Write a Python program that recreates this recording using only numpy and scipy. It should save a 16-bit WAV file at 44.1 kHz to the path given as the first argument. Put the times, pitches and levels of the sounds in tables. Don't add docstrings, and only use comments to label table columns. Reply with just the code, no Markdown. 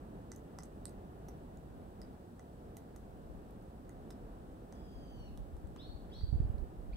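import sys
import numpy as np
from scipy import signal
from scipy.fft import rfft, irfft, next_fast_len
from scipy.io import wavfile
from scipy.ndimage import uniform_filter1d, map_coordinates

SR = 44100
rng = np.random.default_rng(int(sys.argv[2]) if len(sys.argv) > 2 else 0)


def pcm_store(signal):
    levels = np.round(np.clip(np.atleast_2d(signal), -1, 1) * 32767)
    wavfile.write(sys.argv[1], SR, levels.astype(np.int16).T)


def to_linear_factor(level_db):
    exponent = np.asarray(level_db, float) / 20
    return 10 ** exponent


N = 306936

# t/s, level of air striking the ports/dB, swell of the far drone/dB
WIND_COURSE = [(0.0, -75, 0.5), (1.36, -67.5, 0.5), (1.72, -61, 0), (2.02, -61, 1), (2.27, -75, -1.25),
               (3.31, -58, 0.4), (3.76, -69, -0.5), (4.25, -60, .4), (4.71, -65.5, 0), (5.08, -55, -0.5),
               (5.41, -51, -0.8), (5.6, -54.5, -0.3), (5.97, -61, -1.2), (6.24, -48, -1.3),
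               (6.43, -38.5, 1.2), (6.73, -54.5, -0.3), (6.96, -43, -1.1)]


def unit(x):
    return x / np.sqrt(np.mean(x ** 2) + 1e-20)


def along(points, hz):
    f, v = np.transpose(points)
    return np.interp(np.log(hz + 1), np.log(f + 1), v)


def wobble(rate, size=N):
    knots = rng.standard_normal(int(size * rate / SR) + 4)
    return map_coordinates(knots, [np.arange(size) * rate / SR])


def wind_curve(column):
    course = np.transpose(WIND_COURSE)
    return np.interp(np.arange(N) / SR, course[0], course[column])


def filtered(x, response):
    m = next_fast_len(x.shape[-1] + 4096)
    return irfft(rfft(x, m) * response(np.fft.rfftfreq(m, 1 / SR)), m)[..., :x.shape[-1]]


def modes(resonances):
    def response(f):
        return sum((-1) ** k * to_linear_factor(db) * 1j * f * w / (c * c - f * f + 1j * f * w)
                   for k, (c, w, db) in enumerate(resonances))
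    return response


def late_left(hz, lag=17 / 44100):
    return np.exp(-2j * np.pi * hz * lag * np.array([[1], [0]]))


def add(mix, sound, s):
    part = mix[:, round(s * SR):][:, :sound.shape[1]]
    part += sound[:, :part.shape[1]]


def forest(x, gap, stretch, size):
    # f/Hz, t60/s
    tree_decay = [(1000, 0.98), (3000, 0.67), (4400, 0.6), (7000, 0.2), (12000, 0.37)]
    hz, t, z = signal.stft(rng.standard_normal((2, size)), SR, nperseg=128)
    lumps = to_linear_factor(3.5 * rng.standard_normal(len(t)))
    decay = to_linear_factor(-60 * t / (stretch * along(tree_decay, hz)[:, None]))
    tail = signal.istft(z * lumps * decay, SR, nperseg=128)[1]
    tail = np.pad(tail / np.linalg.norm(tail[0]), ((0, 0), (int(gap * SR), 0)))
    return signal.fftconvolve(x[None], tail, axes=1)


def far_drone():
    # f/Hz, level/dB per Hz
    drone_spectrum = [(15, -23), (25, -7.5), (50, 0), (110, -6.5), (195, -4.5), (260, -6.5), (374, -9.5),
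                      (609, -14.5), (730, -14), (907, -20.5), (1760, -31.5), (2110, -39), (3000, -40),
                      (5000, -59.5), (6500, -60)]
    # f/Hz, correlation
    port_likeness = [(60, 0.92), (140, 1), (300, 0.9), (600, 0.78), (1200, 0.36), (2000, 0.023),
                     (3500, 0.065)]

    def mid_side_colour(hz):
        turn = np.arccos(np.clip(along(port_likeness, hz), -1, 1)) / 2
        return to_linear_factor(along(drone_spectrum, hz)) * [np.cos(turn), np.sin(turn)]

    mid, side = filtered(rng.standard_normal((2, N)), mid_side_colour)
    drone = unit(filtered(np.array([mid + side, mid - side]), late_left))
    balance = to_linear_factor([[-.4], [.4]])
    wander_db = .5 * wobble(5.6) + .4 * wobble(11)
    return to_linear_factor(-51 + wind_curve(2) + wander_db) * drone * balance


def buffeting():
    # f/Hz, level/dB per Hz
    buffet_spectrum = [(8.8, -27.5), (15, -16), (38, 15.5), (130, -5.5), (170, -52), (290, -120)]
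    lumps = to_linear_factor(1.7 * np.array([wobble(14), wobble(5)]))
    rumble = filtered(rng.standard_normal((2, N)), lambda hz: to_linear_factor(along(buffet_spectrum, hz)))
    return to_linear_factor(wind_curve(1) + 2) * unit(lumps * rumble)


def capsule_hiss():
    # f/Hz, level/dB per Hz
    left_hiss = [(1500, -22), (3500, 2), (5500, -2.5), (7300, -1), (8000, 7), (8700, -2), (9400, 3.5),
                 (10500, -3), (16000, -0.5)]
    right_hiss = [(1500, -43), (3500, 3), (5500, -1), (7000, -5), (9500, -7), (11000, -2.5), (12000, -1),
                  (13500, -5), (16000, -4.5)]
    colour = lambda hz: to_linear_factor([along(left_hiss, hz), along(right_hiss, hz)])
    return to_linear_factor(-75.5) * unit(filtered(rng.standard_normal((2, N)), colour))


def contacts():
    # t/s, peak level/dB, loudest bark resonance f/Hz, trunk knock/dB, splinters/dB
    pecks = [(0.318, -37.5, 5940, -8.5, -13), (0.362, -46, 6360, -31, -6), (0.5874, -38.5, 5660, -3.5, -14),
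             (0.634, -41.5, 8050, -19, -9), (0.8549, -31.5, 8400, -21, -6), (0.8939, -53, 8200, -16, -1),
             (1.2853, -51.5, 5960, -2.5, 0), (1.5732, -55, 7230, -24, -6), (2.017, -44.5, 4840, -8, -8),
             (2.3953, -51, 6200, -1.5, -11), (2.7692, -47, 6200, -5.5, 2.5), (2.9619, -52.5, 6300, 1, -1),
             (3.509, -61, 10100, -2, 1), (3.626, -66, 11200, -31, 1), (3.894, -51, 6570, -2, -6),
             (4.106, -51, 5400, 3, -4), (4.11, -47.5, 5300, -27, -5), (4.7252, -52.5, 6100, 3, -11),
             (5.3755, -50.5, 9000, -2, -2), (5.5678, -62, 7800, 6, 1), (5.7632, -55, 8100, 6, -12),
             (6.21, -66, 4300, 10, -12)]
    # t/s, peak level/dB, splinters/dB
    skids = [(0.3501, -54, -12), (0.364, -54, -3), (0.3828, -62, -4), (0.606, -57, -12), (0.6247, -51, -14),
             (0.6363, -44, -8), (0.656, -59, 4), (0.857, -50, -4), (0.8651, -64, -8), (0.8917, -59, -8),
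             (0.8958, -59, 3), (1.289, -49, -1.5), (2.0202, -59, -5), (2.771, -49, 2), (2.964, -51, -3),
             (5.672, -58, -6), (6.134, -62, -4), (6.583, -61, -5)]
    touches = []
    for s, db, hz, knock_db, splinter_db in pecks:
        length_ms = max(0.96 + .035 * (-38 - db), .3)
        touches.append((s, db, hz, length_ms, knock_db, splinter_db))
    for s, db, splinter_db in skids:
        spot_hz = [peck[2] for peck in pecks if peck[0] < s][-1]
        touches.append((s, db, spot_hz, .7, -18, splinter_db))
    return touches


def strike(db, hz, ms, knock_db, splinter_db):
    # f/Hz, width/Hz, level/dB
    bark_modes = [(4000, 1300, -10.5), (6100, 1300, -4.5), (8500, 1600, -3.5)]
    splinter_modes = [(8930, 780, -1), (11840, 6300, -6.2), (14700, 1300, -5)]
    trunk_modes = [(744, 120, 8.5), (1310, 580, 1.5), (2006, 48, 4.5), (3250, 1800, -15.5)]
    peak = lambda x: x / abs(x).max()
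    t = np.arange(1200) / SR
    u = t / (0.00083 * ms)
    crackle = (u * np.exp(1 - u)) ** 3 * rng.standard_normal((3, len(t)))
    crackle[:, round(.0007 * ms * SR)] += 2.2
    spot_modes = sorted([m for m in bark_modes if abs(m[0] - hz) > 1300] + [(hz, 900, 0)])
    bark = peak(filtered(crackle[0], lambda f: modes(spot_modes)(f) ** 2))
    splinters = peak(filtered(crackle[1], lambda f: modes(splinter_modes)(f) ** 2))
    tick = to_linear_factor(db) * (bark + to_linear_factor(splinter_db) * splinters)
    knock = to_linear_factor(db + knock_db + 0.5) * peak(filtered(crackle[2], modes(trunk_modes)))
    return tick, knock


def woodpecker():
    # f/Hz, level/dB
    left_shadow = [(2000, 9), (5000, -6), (6500, -5), (8500, -33), (12000, -9)]
    mix = np.zeros((2, N))
    for s, db, hz, ms, knock_db, splinter_db in contacts():
        tick, knock = strike(db, hz, ms, knock_db, splinter_db)
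        shadowed = filtered(tick, lambda f: to_linear_factor(along(left_shadow, f)))
        add(mix, np.array([shadowed, tick]) + knock, s - 0.0011 * ms)
        add(mix, to_linear_factor(-7.5) * forest(tick + knock, 0.0037, stretch=0.38, size=7000), s)
    return mix


def port_thumps(pushes):
    out, t = np.zeros((1, N)), np.arange(-SR // 10, SR // 10) / SR
    for s, db, hz in pushes:
        width = 0.57 / hz * to_linear_factor(-0.2 * (db + 23.5))
        shape = np.exp(-(t / (width * np.where(t < 0, .6, 1.15))) ** 2)
        glide = 2 * np.pi * hz * (t - 3 * t * abs(t))
        lean = rng.normal(0, .4)
        snap = to_linear_factor(db + 16) * (hz / 80) ** 4 * np.exp(-((t + 0.00082) / 0.0016) ** 2)
        add(out, to_linear_factor(db) * (shape * np.cos(glide + lean) + snap)[None], s + t[0])
    return out[0]


def gust_thumps():
    # t/s, peak level/dB, f/Hz
    left_pushes = [
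        (3.303, -38, 56.6),
        (4.96, -38.5, 44),
        (5.208, -39.5, 80),
        (5.542, -35, 53.7),
        (5.647, -32.5, 66.4),
        (5.897, -34, 61),
        (5.953, -32, 65.5),
        (6.247, -26, 61.7),
        (6.496, -49, 77),
        (6.834, -43, 50.6),
    ]
    right_pushes = [(5.528, -36.5, 57.7), (6.238, -22.5, 57.6), (6.291, -27, 53.7), (6.33, -20.5, 82),
                    (6.345, -20.5, 72.5), (6.359, -23.5, 76), (6.404, -21, 93.5), (6.431, -21.5, 52),
                    (6.452, -25.5, 85), (6.502, -22.5, 74.5), (6.547, -27, 49.7), (6.595, -28, 44.3),
                    (6.626, -25.5, 45), (6.788, -35, 48), (6.833, -37.5, 58.7), (6.936, -29, 42.6)]
    thumps = np.array([port_thumps(left_pushes), port_thumps(right_pushes)])
    thumps = filtered(thumps, lambda hz: hz / (hz + 12))
    return thumps + to_linear_factor(-22) * thumps[::-1]


def voice(s, pitch, overtones, hoarse):
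    t = np.arange(s[0], s[-1], 1 / SR)
    smooth = lambda v: uniform_filter1d(np.interp(t, s, v), 300, mode="nearest")
    shake = 1 + .01 * hoarse * wobble(300, size=len(t))
    phase = 2 * np.pi * np.cumsum(smooth(pitch) * shake) / SR
    song = np.zeros(len(t))
    for k, db in overtones:
        flutter_db = 1.5 * hoarse * wobble(110, size=len(t))
        song += to_linear_factor(smooth(db) + 5.5 + flutter_db) * np.sin(k * phase)
    return song


def falling_call():
    # t/s, pitch f/Hz, effort level/dB
    fall = [
        (4.72, 1640, -83),
        (4.78, 1684, -82),
        (4.93, 1632, -80.5),
        (5.071, 1586, -78.5),
        (5.18, 1514, -78),
        (5.22, 1455, -75),
        (5.275, 1427, -76),
        (5.295, 1245, -83),
        (5.31, 1250, -100),
    ]
    # f/Hz, level/dB
    throat = [(2500, 3), (2900, 1), (3300, -2.5), (3800, -3), (4400, -2.5), (4900, -2), (5800, -7),
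              (6700, -12)]
    s, pitch, effort_db = np.transpose(fall)
    overtones = [(k, effort_db + along(throat, k * pitch)) for k in (2, 3, 4)]
    return s[0], voice(s, pitch, overtones, hoarse=1.6)


def rising_call(start, top_hz, db, length, fade, hoarse):
    start_hz, climb_s, peak_s = 1200, .031, .045
    high_start_hz, high_top_hz, high_climb_s, high_peak_s = 2350, 5710, .02, .028
    t = np.arange(0, length, .002)
    release_db = 25 * np.clip(1 - (length - t) / .03, 0, 1)

    low = top_hz - (top_hz - start_hz) * np.exp(-t / climb_s)
    muffle_db = np.clip(14 * (3500 - low) / 1000, 0, 13)
    low_db = db - muffle_db - fade * np.maximum(t - peak_s, 0) - release_db
    octave_db = low_db - np.interp(low, [2300, 3000], [8, 32])

    high = high_top_hz - (high_top_hz - high_start_hz) * np.exp(-t / high_climb_s)
    onset_db = 8 * np.maximum(1 - t / high_peak_s, 0)
    high_fade_db = (fade + 130) * np.maximum(t - high_peak_s, 0)
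    high_db = db - 12.5 - onset_db - high_fade_db - release_db

    low_voice = voice(start + t, low, [(1, low_db), (2, octave_db)], hoarse)
    return low_voice + voice(start + t, high, [(1, high_db)], hoarse + .6)


def bird():
    # t/s, top pitch f/Hz, peak level/dB, length/s, fade after the peak/dB per s
    rises = [
        (5.756, 4400, -64, .235, 100),
        (6.092, 4620, -67.5, .16, 12),
        (6.915, 3800, -65, .15, 10),
    ]
    mix = np.zeros((2, N))
    calls = [(*falling_call(), -3.5)]
    for k, row in enumerate(rises):
        echo_db = -64.5 - row[2]
        calls.append((row[0], rising_call(*row, hoarse=.9 + 1.25 * k), echo_db))
    for s, song, echo_db in calls:
        both = np.pad(song, (0, 64)) * np.ones((2, 1))
        add(mix, filtered(both, lambda hz: late_left(hz, 21.5 / 44100)), s)
        add(mix, to_linear_factor(echo_db) * forest(song, .008, stretch=1.0, size=22000), s)
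    return mix


def scene():
    return far_drone() + buffeting() + capsule_hiss() + woodpecker() + gust_thumps() + bird()


def top_cut(x):
    return signal.sosfilt(signal.butter(12, 16580, fs=SR, output="sos"), x)


def record(dry):
    def band_limit(hz):
        rolloff_db = -14 - (hz - 15800) / 120 - 30 * (hz > 16580)
        return np.where(hz < 15800, 1, to_linear_factor(rolloff_db))
    return top_cut(filtered(dry, band_limit))


dry = scene()
out = record(dry)
pcm_store(out)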